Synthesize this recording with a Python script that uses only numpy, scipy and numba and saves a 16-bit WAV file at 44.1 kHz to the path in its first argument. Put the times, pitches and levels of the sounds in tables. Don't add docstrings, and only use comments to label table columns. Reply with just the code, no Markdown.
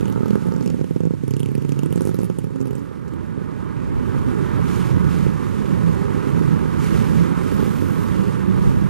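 import sys
import numpy as np
from scipy import signal
from scipy.fft import rfft, irfft, next_fast_len
from scipy.io import wavfile
from scipy.ndimage import uniform_filter1d
from numba import njit

SR = 44100
rng = np.random.default_rng(int(sys.argv[2]) if len(sys.argv) > 2 else 0)


def log_audio(samples):
    frames = np.atleast_2d(samples).T
    limited = np.clip(frames, -1, 1)
    pcm = np.round(limited * 32767).astype(np.int16)
    wavfile.write(sys.argv[1], SR, pcm)


def gain_from_db(level_db):
    decades = np.asarray(level_db, float) / 20
    return 10 ** decades


N = 392049

# time [s], thump [dB],
# crack [dB], crack colour [Hz].
EXHAUST_POPS = [(0.0105, -8.0, -41, 6900), (0.0315, -8.0, -45, 9000), (0.0573, -9.5, -43, 6500),
                (0.0829, -9.0, -43, 11500), (0.1008, -8.5, -42, 11900), (0.1268, -13.0, -42, 7200),
                (0.162, -6.0, -54, 10200), (0.1789, -7.0, -52, 8400), (0.2086, -6.0, -51, 5000),
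                (0.2336, -5.0, -56, 5300), (0.2598, -6.5, -43, 5000), (0.2835, -8.0, -43, 6900),
                (0.3085, -3.5, -38, 5000), (0.3326, -10.0, -50, 10300), (0.3572, -1.5, -43, 5200),
                (0.3773, -12.0, -48, 4700), (0.4244, -11.5, -51, 5200), (0.4593, -12.0, -53, 9300),
                (0.471, -10.5, -47, 9500), (0.4878, -10.0, -51, 6200), (0.5232, -9.0, -43, 4300),
                (0.5405, -9.0, -47, 6500), (0.565, -9.5, -45, 5700), (0.5828, -12.0, -52, 6700),
                (0.6115, -7.5, -46, 5500), (0.6279, -10.5, -46, 5700), (0.6623, -8.0, -38, 8300),
                (0.678, -9.0, -41, 5700), (0.7031, -9.5, -42, 5900), (0.7453, -7.0, -52, 9100),
                (0.7944, -10.5, -54, 7200), (0.8137, -3.5, -53, 7200), (0.8449, -9.0, -50, 6200),
                (0.9114, -5.0, -48, 8800), (0.9635, -3.0, -50, 6700), (1.0067, -4.5, -48, 7400),
                (1.0368, -6.0, -55, 5500), (1.0551, -5.0, -51, 7400), (1.0733, -5.5, -55, 9100),
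                (1.1096, -5.5, -53, 8800), (1.1388, -6.5, -52, 5000), (1.2377, -6.5, -48, 7200),
                (1.2816, -7.5, -42, 10000), (1.3102, -8.5, -38, 7200), (1.3394, -8.0, -37, 5500),
                (1.3681, -10.0, -40, 9600), (1.4048, -9.0, -39, 10000), (1.4329, -8.5, -39, 7900),
                (1.4611, -10.5, -42, 11000), (1.5184, -10.5, -49, 10700), (1.5536, -7.5, -37, 9500),
                (1.5811, -7.0, -45, 12700), (1.6238, -11.0, -44, 6200), (1.6513, -9.5, -48, 5900),
                (1.694, -8.0, -39, 7100), (1.7222, -7.0, -39, 7200), (1.7718, -12.0, -50, 8100),
                (1.7929, -7.5, -38, 7400), (1.8344, -6.5, -38, 8100), (1.8617, -7.5, -44, 9000),
                (1.9082, -10.0, -45, 8800), (1.9278, -6.5, -34, 12900), (1.9601, -5.0, -37, 8600),
                (1.978, -6.5, -40, 8100), (2.0096, -5.5, -37, 10200), (2.0212, -7.0, -37, 8800),
                (2.0541, -5.5, -36, 9800), (2.074, -4.0, -36, 8800), (2.0936, -7.5, -43, 9300),
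                (2.1129, -11.0, -50, 6200), (2.1458, -6.0, -35, 11700), (2.1904, -5.5, -42, 6700),
                (2.2071, -10.0, -47, 6900), (2.2342, -5.5, -40, 11500), (2.2512, -13.5, -51, 10000),
                (2.3014, -4.5, -44, 6000), (2.388, -7, -37, 9000), (2.4437, -9.5, -46, 11400),
                (2.4713, -13.0, -58, 10000), (2.5609, -10.5, -51, 7100), (2.6061, -11.0, -46, 7100),
                (2.6287, -12.5, -51, 8600), (2.658, -10.5, -46, 10700), (2.6729, -10.5, -45, 10300),
                (2.7098, -8.0, -47, 7900), (2.7322, -10.5, -47, 8400), (2.7544, -10.0, -43, 8400),
                (2.7835, -11.5, -47, 12600), (3.0814, -13.5, -49, 7100),
                (1.3969, -23, -41, 7120), (1.4897, -11.5, -47, 9140), (1.953, -26, -54, 8710),
             (2.217, -18, -42, 9900), (2.245, -24, -44, 10540), (2.508, -16, -60, 7930),
             (2.614, -10, -44, 7120), (2.681, -17, -50, 7640), (2.796, -24, -55, 7130),
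             (3.1386, -13, -52, 8030)]
# time [s], level [dB].
FAR_THUDS = [(2.9158, -15.5), (3.359, -19), (3.3782, -18), (3.4184, -15), (3.8719, -15), (4.1499, -9),
             (4.1655, -8), (4.9722, -7), (5.2672, -5), (5.6491, -16), (6.1483, -9), (6.1662, -10.5),
             (6.2722, -9), (6.3786, -11.5), (6.4153, -4), (6.628, -12), (6.6567, -8), (6.8434, -15),
             (6.9344, -20), (7.1086, -7.5), (7.3774, -13), (7.4603, -13), (7.5243, -7), (7.5984, -5),
             (7.6297, -3), (7.664, -8), (7.68, -13), (7.7362, -16), (7.803, -14), (7.8242, -7),
             (8.239, -21)]
# time from its peak [s], half length [s], size.
BLAST_SHAPE = [
    (-.0016, 0.00043, -1.25),
    (0, 0.00045, 1),
    (.0009, 0.0021, 0.17),
    (.003, 0.00077, -0.26),
]
# time [s], broad boom [dB], upper edge of the blast [dB], shell knock [dB].
SILENCER = [(0, -5, 2.5, 0), (.3, -8, 3.5, 4), (.6, -4, 4, -4), (.9, -7.5, 1.5, -6), (1.2, 1, 0, -6),
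            (1.28, -0.5, -15, -13), (1.55, 1.5, -3, -7), (1.9, -2.5, 1, -4), (2.1, -15, 1, 0),
            (2.3, -14, 2.5, 9), (2.42, 2, 1.5, 4), (2.8, -12, -1, 2)]
# time [s], pitch [Hz], level [dB].
RING_NOTE = [
    (0.38, 201, -32),
    (0.44, 167, -31),
    (1.2, 165, -32),
    (1.26, 137, -30),
    (1.8, 143, -30),
    (2.05, 182, -31),
    (2.32, 181, -32),
    (2.4, 138, -36),
    (2.8, 138, -37),
]
# multiple of the loudest note, level [dB].
RING_ORDERS = [(1, 0), (1.75, -12), (2, -6), (3, -8), (4, -12)]
# centre [Hz], width [Hz], level [dB].
SHELL_MODES = [(900, 140, 2), (1270, 240, -2), (1520, 140, -9)]
# time [s], steady shell rasp [dB], tail-pipe whistle [dB], wall slap [dB].
BIKE_PLACE = [(0, -40.5, 6, -26), (.58, -40.5, -12, -16), (.7, -69, 4, -20), (1.25, -68, -3, -26),
              (1.45, -83, 2, -24), (1.8, -45, 1, -21), (2.1, -58, -12, -5.5), (2.26, -55, -6, -6),
              (2.3, -54, -1, -17), (2.5, -58, -4, -17), (2.85, -68, -3, -10)]
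# time [s], level [dB].
THROTTLE = [
    (0, 2),
    (.44, -0.5),
    (.69, 0.5),
    (1.08, -9.5),
    (1.55, -4.5),
    (2.15, -0.5),
    (2.43, -11.5),
    (2.8, -13.5),
    (3.1, -17),
]
# time [s], level [dB].
NEARNESS = [(0, -13), (1.1, -17), (2.1, -13.5), (2.43, -13.5), (3.14, -9), (3.81, -4.5), (4.2, -0.5),
            (4.63, 1.5), (5.2, 0), (5.57, -1.5), (6.35, 1.5), (6.64, 0.5), (6.95, 2.5), (7.65, 1.5),
            (7.92, -0.5), (8.3, 0.5), (8.89, 0)]
# frequency [Hz], density [dB per Hz].
RUMBLE_SPECTRUM = [(25, -14), (42, -32), (65, -3.5), (110, 0.5), (175, 1), (240, -3.5), (320, -6.5),
                   (420, -9), (520, -17), (700, -20)]
# frequency [Hz], density [dB per Hz].
ROAR_SPECTRUM = [(600, -3.5), (850, 5.5), (1200, 2), (1500, -5), (2000, -14.5), (3000, -22.5), (4500, -30)]
# frequency [Hz], density [dB per Hz].
HISS_SPECTRUM = [(1800, 12), (2500, 7.5), (4000, 3.5), (6000, 3), (9000, 3.5), (11500, 0.5), (14500, -4.5)]
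# start [s], end [s], level [dB].
SWISHES = [
    (4.68, 4.87, -46),
    (5.115, 5.237, -47),
    (5.404, 5.933, -52.5),
    (6.396, 6.58, -55.5),
    (6.826, 6.98, -44),
    (7.077, 7.218, -47),
    (7.423, 8.146, -49.5),
    (8.255, 8.3, -52.5),
    (8.64, 8.71, -50),
]
# start [s], end [s], level [dB], centre [Hz].
SPRAY = (7.52, 8.14, -48, 12800)
# start [s], end [s], pitch [Hz], level [dB].
SQUEALS = [
    (8.12, 8.301, 2800, -55),
    (8.122, 8.3, 3260, -63),
    (8.5, 8.682, 3530, -67),
]
# start [s], end [s], firing
# at start [Hz], at end [Hz], level [dB].
DRONES = [(0, .33, 111, 124, -38), (0, .3, 228, 238, -36), (.95, 1.65, 98, 110, -41),
          (.62, .7, 250, 258, -31), (1.9, 2.35, 88, 128, -37), (.2, .38, 200, 204, -33),
          (.45, .85, 168, 160, -36), (1.14, 1.22, 165, 160, -35), (1.85, 2.05, 150, 182, -36),
          (2.43, 2.5, 255, 258, -39), (2.57, 2.82, 258, 276, -35), (2.57, 2.8, 385, 420, -43),
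          (1.8, 2.05, 290, 370, -41), (2.95, 3.5, 300, 357, -48), (3.56, 4.55, 348, 398, -45),
          (4.0, 4.6, 245, 255, -38), (4.4, 5.0, 128, 131, -31), (5.05, 5.35, 140, 148, -28),
          (4.55, 4.85, 178, 182, -31), (4.9, 5.3, 185, 170, -29), (5.85, 6.3, 395, 410, -41),
          (5.55, 5.7, 205, 198, -32), (4.7, 5.3, 78, 74, -41), (7.7, 8.1, 88, 95, -39),
          (7.0, 7.15, 225, 220, -33), (6.3, 6.7, 135, 130, -33), (7.2, 7.5, 340, 355, -40),
          (5.75, 6.0, 170, 165, -27), (6.15, 6.7, 166, 155, -30), (6.8, 7.4, 160, 175, -29.5),
          (7.55, 7.75, 203, 200, -27), (7.95, 8.3, 186, 186, -28), (8.36, 8.89, 184, 192, -26),
          (8.65, 8.89, 150, 146, -29)]
# multiple of the firing note, level [dB].
DRONE_ORDERS = [(1, 2.5), (2, -14)]
# centre [s], length [s], level [dB].
GUSTS = [
    (3.87, .04, -26),
    (3.96, .05, -26),
    (4.25, .11, -26),
    (4.56, .08, -38),
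    (6.95, .15, -33),
    (8.5, .2, -37),
    (8.72, .13, -22),
    (6.8, 2.8, -40),
]
# frequency [Hz], shared part [dB], phase lead [rad], unshared part [dB].
PORTS = [(40, -9.5, 2.44, -31), (180, -9, 3.34, -31.5), (504, -8, 2.57, -27.5), (1060, -5.5, 1.875, -13),
         (1810, -4.5, 1.1, -10), (2800, -5.5, 0.4, -8), (4600, -9.5, .12, -8), (7300, -12.5, 0.97, -10.5),
         (12500, -15, 2.14, -13), (14800, -24, 2.5, -14)]
# upper edge [Hz], level under which the band is dropped [dB].
TOP_BANDS = [(13300, -76), (14200, -72), (15150, -63.5)]


def motorcycle():
    s, thump_db, rasp_db, crack_db, crack_hz = firings()
    thump = silencer(exhaust_blast(s, thump_db))
    return thump + shell_rasp(s, thump_db, rasp_db) + gas_crack(s, crack_db, crack_hz)


def firings():
    s, thump_db, crack_db, crack_hz = np.transpose(sorted(EXHAUST_POPS))
    throttle_db = np.interp(s, *np.transpose(THROTTLE))
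    scatter_db = 1.5 * rng.standard_normal(len(s))
    rasp_db = thump_db - 20 + throttle_db + scatter_db
    return s, thump_db, rasp_db, crack_db, crack_hz


def exhaust_blast(s, thump_db):
    round_trip_s, returned = 0.00756, 0.15
    open_end_hz, muffle_hz = 67.5, 694
    rebound_s, rebound_half_s, rebound_size = 0.0029, 0.0012, 0.2
    t = np.arange(2000) / SR
    blast = sum(size * np.exp(-((t - .004 - at) / half) ** 2) for at, half, size in BLAST_SHAPE)
    far_s, far_db = np.transpose(FAR_THUDS)
    near = spikes(s - .0045, gain_from_db(thump_db - 2.85))
    far = spikes(far_s - .0045, gain_from_db(far_db))
    thump = shape(near + far, blast)
    boom_db = curve(SILENCER)[0]
    suction = -rebound_size * np.exp(-((t - .004 - rebound_s) / rebound_half_s) ** 2)
    thump = thump + gain_from_db(boom_db) * shape(spikes(s - .0045, gain_from_db(thump_db)), suction)
    loop = np.zeros(int(round_trip_s * SR) + 21)
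    loop[0] = 1
    loop[-41:] = -returned * np.hanning(41) / 20
    thump = signal.lfilter([1], loop, thump)
    thump = signal.sosfilt(signal.butter(2, open_end_hz, "high", fs=SR, output="sos"), thump)
    return signal.sosfilt(signal.butter(4, muffle_hz, fs=SR, output="sos"), thump)


def silencer(thump):
    boom_db, knock_db, _ = curve(SILENCER)
    ring_hz, ring_db = curve(RING_NOTE)
    lower_chamber = gain_from_db(6) * band(thump, 0.7 * ring_hz, 22)
    boom = band(thump, ring_hz, 45) + lower_chamber
    knock = band(thump, 590, 256)
    thump = thump + gain_from_db(boom_db - 4.5) * boom + (gain_from_db(knock_db) - 1) * knock
    order_db = np.clip(ring_db + 33, -3, 5)
    thump = thump + sum(gain_from_db(order_db + db) * band(thump, k * ring_hz, 20 * k) for k, db in RING_ORDERS[1:])
    thump = thump + 1.8 * gain_from_db(ring_db + 31) * band(thump, ring_hz, 12)
    turn = 2 * np.pi * np.cumsum(ring_hz * (1 + .01 * walk(12))) / SR
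    hum = sum(gain_from_db(2.3 * db + 1.5 * walk(14)) * np.sin(k * turn) for k, db in RING_ORDERS)
    return thump + gain_from_db(ring_db) * gate(0, 2.8, 1, 0.023) * hum


def shell_rasp(s, thump_db, rasp_db):
    shell = unit(sum(gain_from_db(db) * twice(white(), hz, wide_hz) for hz, wide_hz, db in SHELL_MODES))
    shell_db, steady_db = curve(SILENCER)[2], curve(BIKE_PLACE)[0]
    buzz = puffs(s, rasp_db - 15.0, 0.045)
    snap = gain_from_db(shell_db) * puffs(s, thump_db - 31.5, 0.016)
    return shell * (buzz + snap + gain_from_db(steady_db))


def gas_crack(s, crack_db, crack_hz):
    far_from_s, wall_s = 2.2, 0.0108
    _, whistle_db, slap_db = curve(BIKE_PLACE)
    last = np.clip(np.searchsorted(s - .003, np.arange(N) / SR) - 1, 0, None)
    other_hz = (4500 * 2 ** (1.5 * rng.random(len(s))))[last]
    gas = white()
    main = unit(twice(gas, crack_hz[last], 4000))
    other = .7 * unit(twice(gas, other_hz, 4500))
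    whistle = gain_from_db(whistle_db) * unit(twice(gas, 2750 * (other_hz / 7500) ** .25, 1100))
    air = 0.66 * unit(band(gas, 11050, 5400))
    burst = puffs(s, crack_db + np.where(s < far_from_s, 3, -2), 0.013)
    tail = puffs(s, crack_db + np.where(s < far_from_s, -14, -5.5), 0.05)
    crack = (main + other + whistle + air) * (burst + tail)
    return crack + sum(gain_from_db(k * slap_db) * np.roll(crack, int(k * wall_s * SR)) for k in (1, 2))


def puffs(s, db, t60_s):
    t = np.arange(2000) / SR
    return shape(spikes(s - .0022, gain_from_db(db)), np.minimum(t / 0.0005, 1) * gain_from_db(-60 * t / t60_s))


def traffic():
    return road_rumble() + tyre_roar() + tread_hiss() + sum(drone(*row) for row in DRONES)


def drone(start_s, end_s, start_hz, end_hz, db):
    hz = np.interp(np.arange(N) / SR, [start_s, end_s], [start_hz, end_hz])
    phase = 2 * np.pi * np.cumsum(hz * (1 + .015 * walk(22) + .009 * walk(6))) / SR
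    waver = gain_from_db(2.6 * walk(22) + 2 * walk(8))
    tone = sum(gain_from_db(g) * np.sin(k * phase + k * k) for k, g in DRONE_ORDERS)
    if start_s > 3.5:
        tone = gain_from_db(-2) * tone + gain_from_db(-5) * unit(twice(white(), hz, 22))
    else:
        waver = np.sqrt(waver)
    return gate(start_s, end_s, .08, .08) * gain_from_db(db + 8.5) * waver * tone


def road_rumble():
    (near_db,), (throttle_db,) = curve(NEARNESS), curve(THROTTLE)
    road = road_noise(RUMBLE_SPECTRUM, shared_db=.8, own_db=.5, rate=16)
    block = unit(twice(white(), 163, 160))
    return gain_from_db(-25 + 8 + 0.85 * near_db) * road + gain_from_db(-31 + 9.0 + throttle_db) * block


def tyre_roar():
    near_db, = curve(NEARNESS)
    return gain_from_db(-38.5 + near_db + 6.5) * road_noise(ROAR_SPECTRUM, shared_db=.4, own_db=.8, rate=25)


def tread_hiss():
    (near_db,), (throttle_db,) = curve(NEARNESS), curve(THROTTLE)
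    swish = sum(gain_from_db(db) * gate(start, end, 0.067, .12) for start, end, db in SWISHES)
    tread = np.hypot(gain_from_db(-51 + 1.67 * near_db), gain_from_db(-52.5 + .5 * throttle_db))
    noise = road_noise(HISS_SPECTRUM, shared_db=0.83, own_db=-0.57, rate=28)
    hiss = gain_from_db(2.5) * np.hypot(tread, swish) * noise
    hiss = hiss + gain_from_db(1) * swish * unit(band(white(), 2080, 1150))
    for start, end, hz, db in SQUEALS:
        flutter = gain_from_db(db + 7.6 * walk(30))
        hiss = hiss + flutter * gate(start, end, 0.015, 0.025) * unit(band(white(), hz, 120))
    start, end, spray_db, spray_hz = SPRAY
    spray = unit(band(white(), spray_hz, 13000))
    return hiss + gate(start, end - .1, 0.017, 0.11) * gain_from_db(spray_db) * spray


def road_noise(spectrum, shared_db, own_db, rate):
    hz, db = np.transpose(spectrum)
    out, swell = 0, walk(rate)
    for f in hz[0] * 2 ** np.arange(0, np.log2(hz[-1] / hz[0]), 1 / 3):
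        wide_hz = f / 3 * (1 + (f / 11000) ** 2)
        noise = unit(twice(white(), f, wide_hz))
        gain_db = np.interp(np.log(f), np.log(hz), db) + 10 * np.log10(f)
        gain_db = gain_db + shared_db * swell + own_db * walk(rate / 2)
        out = out + gain_from_db(gain_db) * noise
    return unit(out)


def wind():
    t = np.arange(N) / SR
    gust = sum(gain_from_db(db) * np.exp(-((t - s) / length) ** 4) for s, length, db in GUSTS)
    thuds = signal.sosfilt(signal.butter(2, [28, 150], "band", fs=SR, output="sos"), white())
    return gust * gain_from_db(3 * walk(25)) * unit(thuds)


def bounce(x, depth, hz, wide_hz):
    return x - depth * band(x, hz, wide_hz)


def ports(x):
    size = next_fast_len(N + 8192)
    at = np.log(np.arange(1, size // 2 + 2) * SR / size)
    hz, shared_db, lead, own_db = np.transpose(PORTS)
    shared, turn, own = (np.interp(at, np.log(hz), c) for c in (shared_db, lead, own_db))
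    spectrum, wander = rfft(x, size), 4 * walk(140)
    in_phase, quarter = (irfft(spectrum * gain_from_db(own) * q, size)[:N] for q in (1, 1j))
    left = irfft(spectrum * gain_from_db(shared) * np.exp(1j * turn), size)[:N]
    return np.array([left + in_phase * np.cos(wander) + quarter * np.sin(wander), x])


@njit
def svf(x, hz, width):
    y, b, l = np.empty(len(x)), 0., 0.
    for i in range(len(x)):
        g, k = np.tan(np.pi * hz[i] / SR), width / hz[i]
        v = (b + g * (x[i] - l)) / (1 + g * (g + k))
        b, l, y[i] = 2 * v - b, l + 2 * g * v, k * v
    return y


def band(x, hz, wide_hz):
    return svf(x, np.clip(hz * np.ones(N), 10, SR / 2.3), float(wide_hz))


def twice(x, hz, wide_hz):
    return band(band(x, hz, wide_hz), hz, wide_hz)


def white():
    return rng.standard_normal(N)


def unit(x):
    return x / np.sqrt(np.mean(x ** 2))


def walk(rate):
    k = int(SR / rate)
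    steps = rng.standard_normal(N // 100)[:N // k + 1]
    return unit(uniform_filter1d(uniform_filter1d(np.repeat(steps, k), k), k)[:N])


def curve(rows):
    s, *columns = np.transpose(rows)
    return [np.interp(np.arange(N) / SR, s, c) for c in columns]


def gate(start_s, end_s, attack_s, release_s):
    corners = [start_s - attack_s, start_s, end_s, end_s + release_s]
    return np.interp(np.arange(N) / SR, corners, [0, 1, 1, 0])


def spikes(s, size):
    return np.bincount(np.clip(s * SR, 0, N - 1).astype(int), size, N)


def shape(x, pulse):
    return signal.fftconvolve(x, pulse)[:N]


def scene():
    bike = bounce(motorcycle(), 1, 737, 206)
    road = bounce(traffic(), 0.86, 690, 266)
    return ports(bike + road) + wind() * np.array([[1], [-1.3]])


def low_pass(x):
    return signal.sosfilt(signal.butter(12, 15670, fs=SR, output="sos"), x)


def record(dry):
    soft = np.tanh(.4 * dry) / .4

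    def below(hz):
        return signal.sosfiltfilt(signal.ellip(10, .1, 80, hz, fs=SR, output="sos"), soft)

    out = lower = below(12300)
    for edge_hz, open_db in TOP_BANDS:
        upper = below(edge_hz)
        top = upper - lower
        loud = uniform_filter1d(top ** 2, size=1024) > gain_from_db(open_db) ** 2
        opening = uniform_filter1d(uniform_filter1d(1. * loud, size=300), size=300)
        out = out + top * opening
        lower = upper
    return low_pass(out)


dry = scene()
out = record(dry)
log_audio(out)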